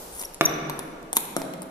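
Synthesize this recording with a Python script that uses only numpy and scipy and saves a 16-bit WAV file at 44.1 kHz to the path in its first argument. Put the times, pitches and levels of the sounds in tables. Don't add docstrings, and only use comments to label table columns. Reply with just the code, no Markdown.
import sys
import numpy as np
from scipy import signal
from scipy.fft import rfft, irfft
from scipy.io import wavfile
from scipy.ndimage import uniform_filter1d

SR = 44100
rng = np.random.default_rng(int(sys.argv[2]) if len(sys.argv) > 2 else 0)


def pcm_store(signal):
    levels = np.round(np.clip(np.atleast_2d(signal), -1, 1) * 32767)
    wavfile.write(sys.argv[1], SR, levels.astype(np.int16).T)


def boost(x):
    u = np.asarray(x, float) / 20
    return 10 ** u


N = 74970


def evened(x):
    return x / np.sqrt(np.mean(x ** 2) + 1e-20)


def read(points, hz):
    f, value = np.transpose(points)
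    return np.interp(np.log(hz + 1), np.log(f + 1), value)


def add(mix, s, sound, lag_ms):
    shadow_db_per_ms = 5
    size = len(sound) + 128
    at = int(s * SR) - 32
    hz = np.fft.rfftfreq(size, 1 / SR)
    lag = np.array([[lag_ms], [-lag_ms]])
    late_s = s - at / SR + lag / 2000
    delayed = irfft(rfft(sound, size) * np.exp(-2j * np.pi * hz * late_s), size)
    part = mix[:, at:at + size]
    part += boost(-shadow_db_per_ms * lag) * delayed[:, :part.shape[1]]


# (f/Hz, t60/s)
HALL_T60 = [(120, 2.9), (330, 2.69), (870, 1.96), (2300, 1.59), (5000, 1.2), (8000, 0.79), (13000, 0.41)]


def diffuse(seconds, tone, decays):
    spacing_m, sound_m_per_s = 0.2, 343
    length = int(seconds * SR)
    frames, hz = length // 128 + 5, np.fft.rfftfreq(512, 1 / SR)
    a, b, c, d = rng.standard_normal((frames, 257, 4)).T
    same = np.sinc(2 * hz * spacing_m / sound_m_per_s)[:, None]
    left = a + 1j * b
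    right = same * left + np.sqrt(1 - same ** 2) * (c + 1j * d)
    fall_db = -60 * np.arange(frames) * 128 / SR / read(HALL_T60, hz)[:, None]
    bands = np.array([left, right]) * boost(decays * fall_db)
    noise = signal.istft(bands, nperseg=512, noverlap=384)[1][:, :length]
    fine_hz = np.fft.rfftfreq(noise.shape[1], 1 / SR)
    return irfft(rfft(noise) * boost(read(tone, fine_hz)), noise.shape[1])


# (f/Hz, level/dB)
EARLIER_TONE = [(60, 14), (200, -7.5), (420, 3), (900, -2), (2000, -18.5), (4500, -13.5), (9000, -10.5),
                (14000, -7.5)]
# (f/Hz, level/dB)
AIR_TONE = [(20, 30), (60, 21), (200, 20.5), (400, -19), (1300, 10.5), (4000, -3.5), (11000, -7),
            (15000, -11)]


def background():
    earlier_db, air_db = -42, -52
    earlier = diffuse(2, EARLIER_TONE, 0.46)[:, :N]
    air = diffuse(1.8, AIR_TONE, 0)[:, :N]
    return boost(earlier_db) * earlier / np.std(earlier[:, :SR // 10]) + boost(air_db) * evened(air)


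# (f/Hz, level/dB)
HALL_TONE = [(100, 4), (1000, -0.5), (4000, -2.5), (7000, -8), (13000, 3.5)]
# (t/s, level/dB)
WALLS = [(.0012, -11), (.0055, -11), (0.018, -50), (.037, -24), (.085, -27.5), (0.154, -41)]


def hall(x, wet_db, walls=WALLS):
    tail = diffuse(1.4, HALL_TONE, 1)
    build_up_s = 0.01
    tail *= np.minimum(np.arange(tail.shape[1]) / SR / build_up_s, 1) ** 2
    tail *= boost(wet_db) / np.linalg.norm(tail[0])
    for s, db in walls:
        for channel in tail:
            at = int(s * SR) + rng.integers(0, 12)
            channel[at:at + 40] += boost(db) * evened(rng.standard_normal(40)) / np.sqrt(40)
    return x + signal.fftconvolve(x[:1], tail, axes=1)[:, :N]


# (start t/s, swell/s, release/s, top level/dB, swell depth/dB)
DRAGS = [
    (0.109, 0.092, 0.076, -37, -15),
    (0.434, 0.0046, 0.0044, -35.5, -11),
    (1.139, 0.024, 0.0092, -29.5, -26),
]
# (f/Hz, level/dB)
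DRAG_TONE = [(500, 4.5), (3000, 0.5), (5000, -3.5), (7500, 11), (10500, 12.5), (14000, 8)]


def drags():
    grains_per_s, grain_db = 3200, 5
    out, t = np.zeros((2, N)), np.arange(SR // 4) / SR
    tone = boost(read(DRAG_TONE, np.fft.rfftfreq(len(t), 1 / SR)))
    for s, swell, release, db, depth_db in DRAGS:
        chance, size, sign = rng.random((3, len(t)))
        grit = (chance < grains_per_s / SR) * boost(-grain_db * np.log(size + 0.041)) * np.sign(sign - .5)
        grit = irfft(rfft(grit) * tone, len(t))
        shape = boost(db + depth_db * np.maximum(1 - t / swell, 0))
        shape *= np.clip((swell + release - t) / release, 0, 1)
        add(out, s, evened(grit) * shape * np.minimum(t / .005, 1), -.2)
    return out


# (t/s, level/dB, octave level/dB, f/Hz)
SQUEAKS = [
    (.1945, -37, 8, 5720),
    (.2487, -36, 4, 5620),
    (.4532, -14, -7, 5900),
]
SQUEAK_S = [.005, .009, .0098]
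SQUEAK_LAG_MS = [-.16, -.18, -.07]


def squeaks():
    wobble_depth, rise_s, octave_fade_db = .007, .001, -10
    out = np.zeros((2, N))
    for (s, db, octave_db, hz), length, lag_ms in zip(SQUEAKS, SQUEAK_S, SQUEAK_LAG_MS):
        t = np.arange(0, length, 1 / SR)
        drift = evened(uniform_filter1d(rng.standard_normal(SR // 50), size=60))[:len(t)]
        phase = 2 * np.pi * np.cumsum(hz * (1 + wobble_depth * drift)) / SR
        shape = np.minimum(np.minimum(t, length - t) / rise_s, 1)
        octave = boost(octave_db + octave_fade_db * t / length) * np.cos(2 * phase)
        add(out, s, boost(db) * shape * (np.sin(phase) + octave), lag_ms)
    return out


def resonate(x, hz, width):
    r = np.exp(-np.pi * width / SR)
    return 2 * signal.lfilter([1 - r], [1, -r * np.exp(2j * np.pi * hz / SR)], x).real


# (multiple of shell pitch, width/Hz, level/dB)
SHELL = [(0.268, 888, 0), (.4, 1234, 7.5), (0.542, 900, 10.5), (.78, 3100, 20.5), (1, 1740, 24),
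         (1.2, 1800, -17), (1.47, 1390, -12)]


def crack(bright_db, shell_hz):
    rise_s, burst_t60, snap_db = .0003, .007, 13
    scatter_db, scatter_t60 = -11, .02
    t = np.arange(2048) / SR
    fall = boost(-60 * t / burst_t60) + boost(scatter_db - 60 * t / scatter_t60)
    burst = rng.choice([-1., 1.], len(t)) * fall * np.minimum(t / rise_s, 1)
    burst[round(rise_s * SR)] = -boost(snap_db)
    out = np.zeros(len(t))
    for multiple, width, db in SHELL:
        gain = boost(db + bright_db * np.log2(multiple))
        out += gain * resonate(burst, multiple * shell_hz, width)
    return out / abs(out).max()


# (t/s, crack peak level/dB, ball ring level/dB, brightness/dB per octave, shell f/Hz)
CLICKS = [(.2090, -25, -9.5, 12, 11110), (0.214, -19, -18.5, 18, 9330), (.2255, -21, -17, 18, 11500),
          (.2360, -29, -4, -50, 10600), (0.338, -31, -24, 12, 11000), (0.3445, -26, -54, 8, 9500),
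          (0.6973, -15.5, -5.5, -10, 11170), (0.7637, -39, -14, -13, 11000),
          (0.7919, -15.5, -14, 1.5, 10960), (1.0283, -38, -14, 10, 10800), (1.1298, -10, -11.5, 38, 9560),
          (1.1681, 1, -23, 7.5, 11020), (1.1824, -22, -13, -2.5, 11300), (1.393, -40, -11, -51, 10400),
          (1.4013, -33.5, -9, -1, 10200), (1.4174, -23, -4, -20.5, 9850), (1.537, -28, -10, -20.5, 8900),
          (1.6196, -23.5, -9, 41, 10160), (1.6300, -30.5, -14, -2, 9900)]
CLICK_LAG_MS = [-.22, -.2, .07, -.14, .07, .09, -.16, -.16, -.18, -.14, -.22, -.18, .11, 0, 0, 0, -.24,
                -.22, -.22]


def clicks():
    ring_per_shell, ring_t60, ring_gain_db = .085, 0.019, -2
    out, t = np.zeros((2, N)), np.arange(2048) / SR
    for (s, db, ring_db, bright_db, hz), lag_ms in zip(CLICKS, CLICK_LAG_MS):
        fall = boost(ring_db + ring_gain_db - 60 * t / ring_t60)
        ring = -fall * np.sin(2 * np.pi * ring_per_shell * hz * t)
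        add(out, s, boost(db) * (crack(bright_db, hz) + ring), lag_ms)
    return out


# (t/s, blow level/dB, crack level/dB, brightness/dB per octave, contact/ms)
BENCH_HITS = [
    (0.4104, -9, -4, -19, 0.52),
    (1.3656, -25.5, -10, -11.5, 0.61),
]
BENCH_LAG_MS = [.12, -.18]
# (f/Hz, level/dB, t60/s)
FIRST_PLANK = [(161.5, -21.5, 0.18), (257, -19.5, 0.03), (321, -14, 0.058), (394, -17, 0.072),
               (480, -14, 0.043), (586, -21, 0.14), (681, -10.5, 0.053), (808, -15, 0.02),
               (1165, -7.5, 0.033), (1390, -2, 0.013), (1740, -3.5, 0.013), (2240, -0.5, 0.011),
               (2980, -38, 0.027), (3594, 19.5, .012)]
# (f/Hz, level/dB, t60/s)
SECOND_PLANK = [(186.9, -3.5, 0.056), (270.2, -10, 0.23), (318, -4, 0.042), (407, -6, 0.02),
                (541, 4.5, 0.023), (641.4, -4, 0.12), (860, -29, 0.024), (1270, 8.5, 0.01),
                (2110, -5.5, 0.044), (2950, -20, 0.019)]


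def bench():
    out, t = np.zeros((2, N)), np.arange(SR // 3) / SR
    hits = zip(BENCH_HITS, BENCH_LAG_MS, (FIRST_PLANK, SECOND_PLANK))
    for (s, blow_db, crack_db, bright_db, contact_ms), lag_ms, plank in hits:
        blow = -np.sin(np.pi * np.minimum(1000 * t / contact_ms, 1)) ** 2
        modes = np.zeros(len(t))
        for hz, db, t60 in plank:
            modes += boost(db - 60 * t / t60) * np.cos(2 * np.pi * hz * t)
        sound = boost(blow_db) * signal.fftconvolve(blow / -blow.sum(), modes)[:len(t)]
        sound[:2048] += boost(crack_db) * crack(bright_db, shell_hz=10500)
        add(out, s, sound, lag_ms)
    return out


# (t/s, length/s, level/dB, f/Hz)
BOOMS = [
    (.61, 0.152, -35, 146.7),
    (1.53, 0.11, -41, 174.4),
]


def booms():
    out = np.zeros((2, N))
    for s, length, db, hz in BOOMS:
        t = np.arange(0, length, 1 / SR)
        add(out, s, boost(db) * np.sin(np.pi * t / length) * np.sin(2 * np.pi * hz * t), -.1)
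    return out


def scene():
    soles = hall(drags() + squeaks(), wet_db=-12, walls=WALLS[2:])
    ball = hall(clicks(), wet_db=-8)
    wood = hall(bench(), wet_db=-4)
    return background() + soles + ball + wood + booms()


# (f/Hz, level/dB)
MIC_EDGE = [(14300, 0), (15000, -30), (16300, -36), (16650, -75)]


def microphones(dry):
    low_cut = signal.butter(3, 125, "high", fs=SR, output="sos")
    cut = signal.sosfilt(low_cut, dry) + boost(-5.5) * dry
    edge = boost(read(MIC_EDGE, np.fft.rfftfreq(N, 1 / SR)))
    return irfft(rfft(np.clip(cut, -.97, .97)) * edge, N)


def top_cut(x):
    return signal.sosfilt(signal.butter(12, 16470, fs=SR, output="sos"), x)


def record(dry):
    mix = microphones(dry)
    return top_cut(mix)


dry = scene()
out = record(dry)
pcm_store(out)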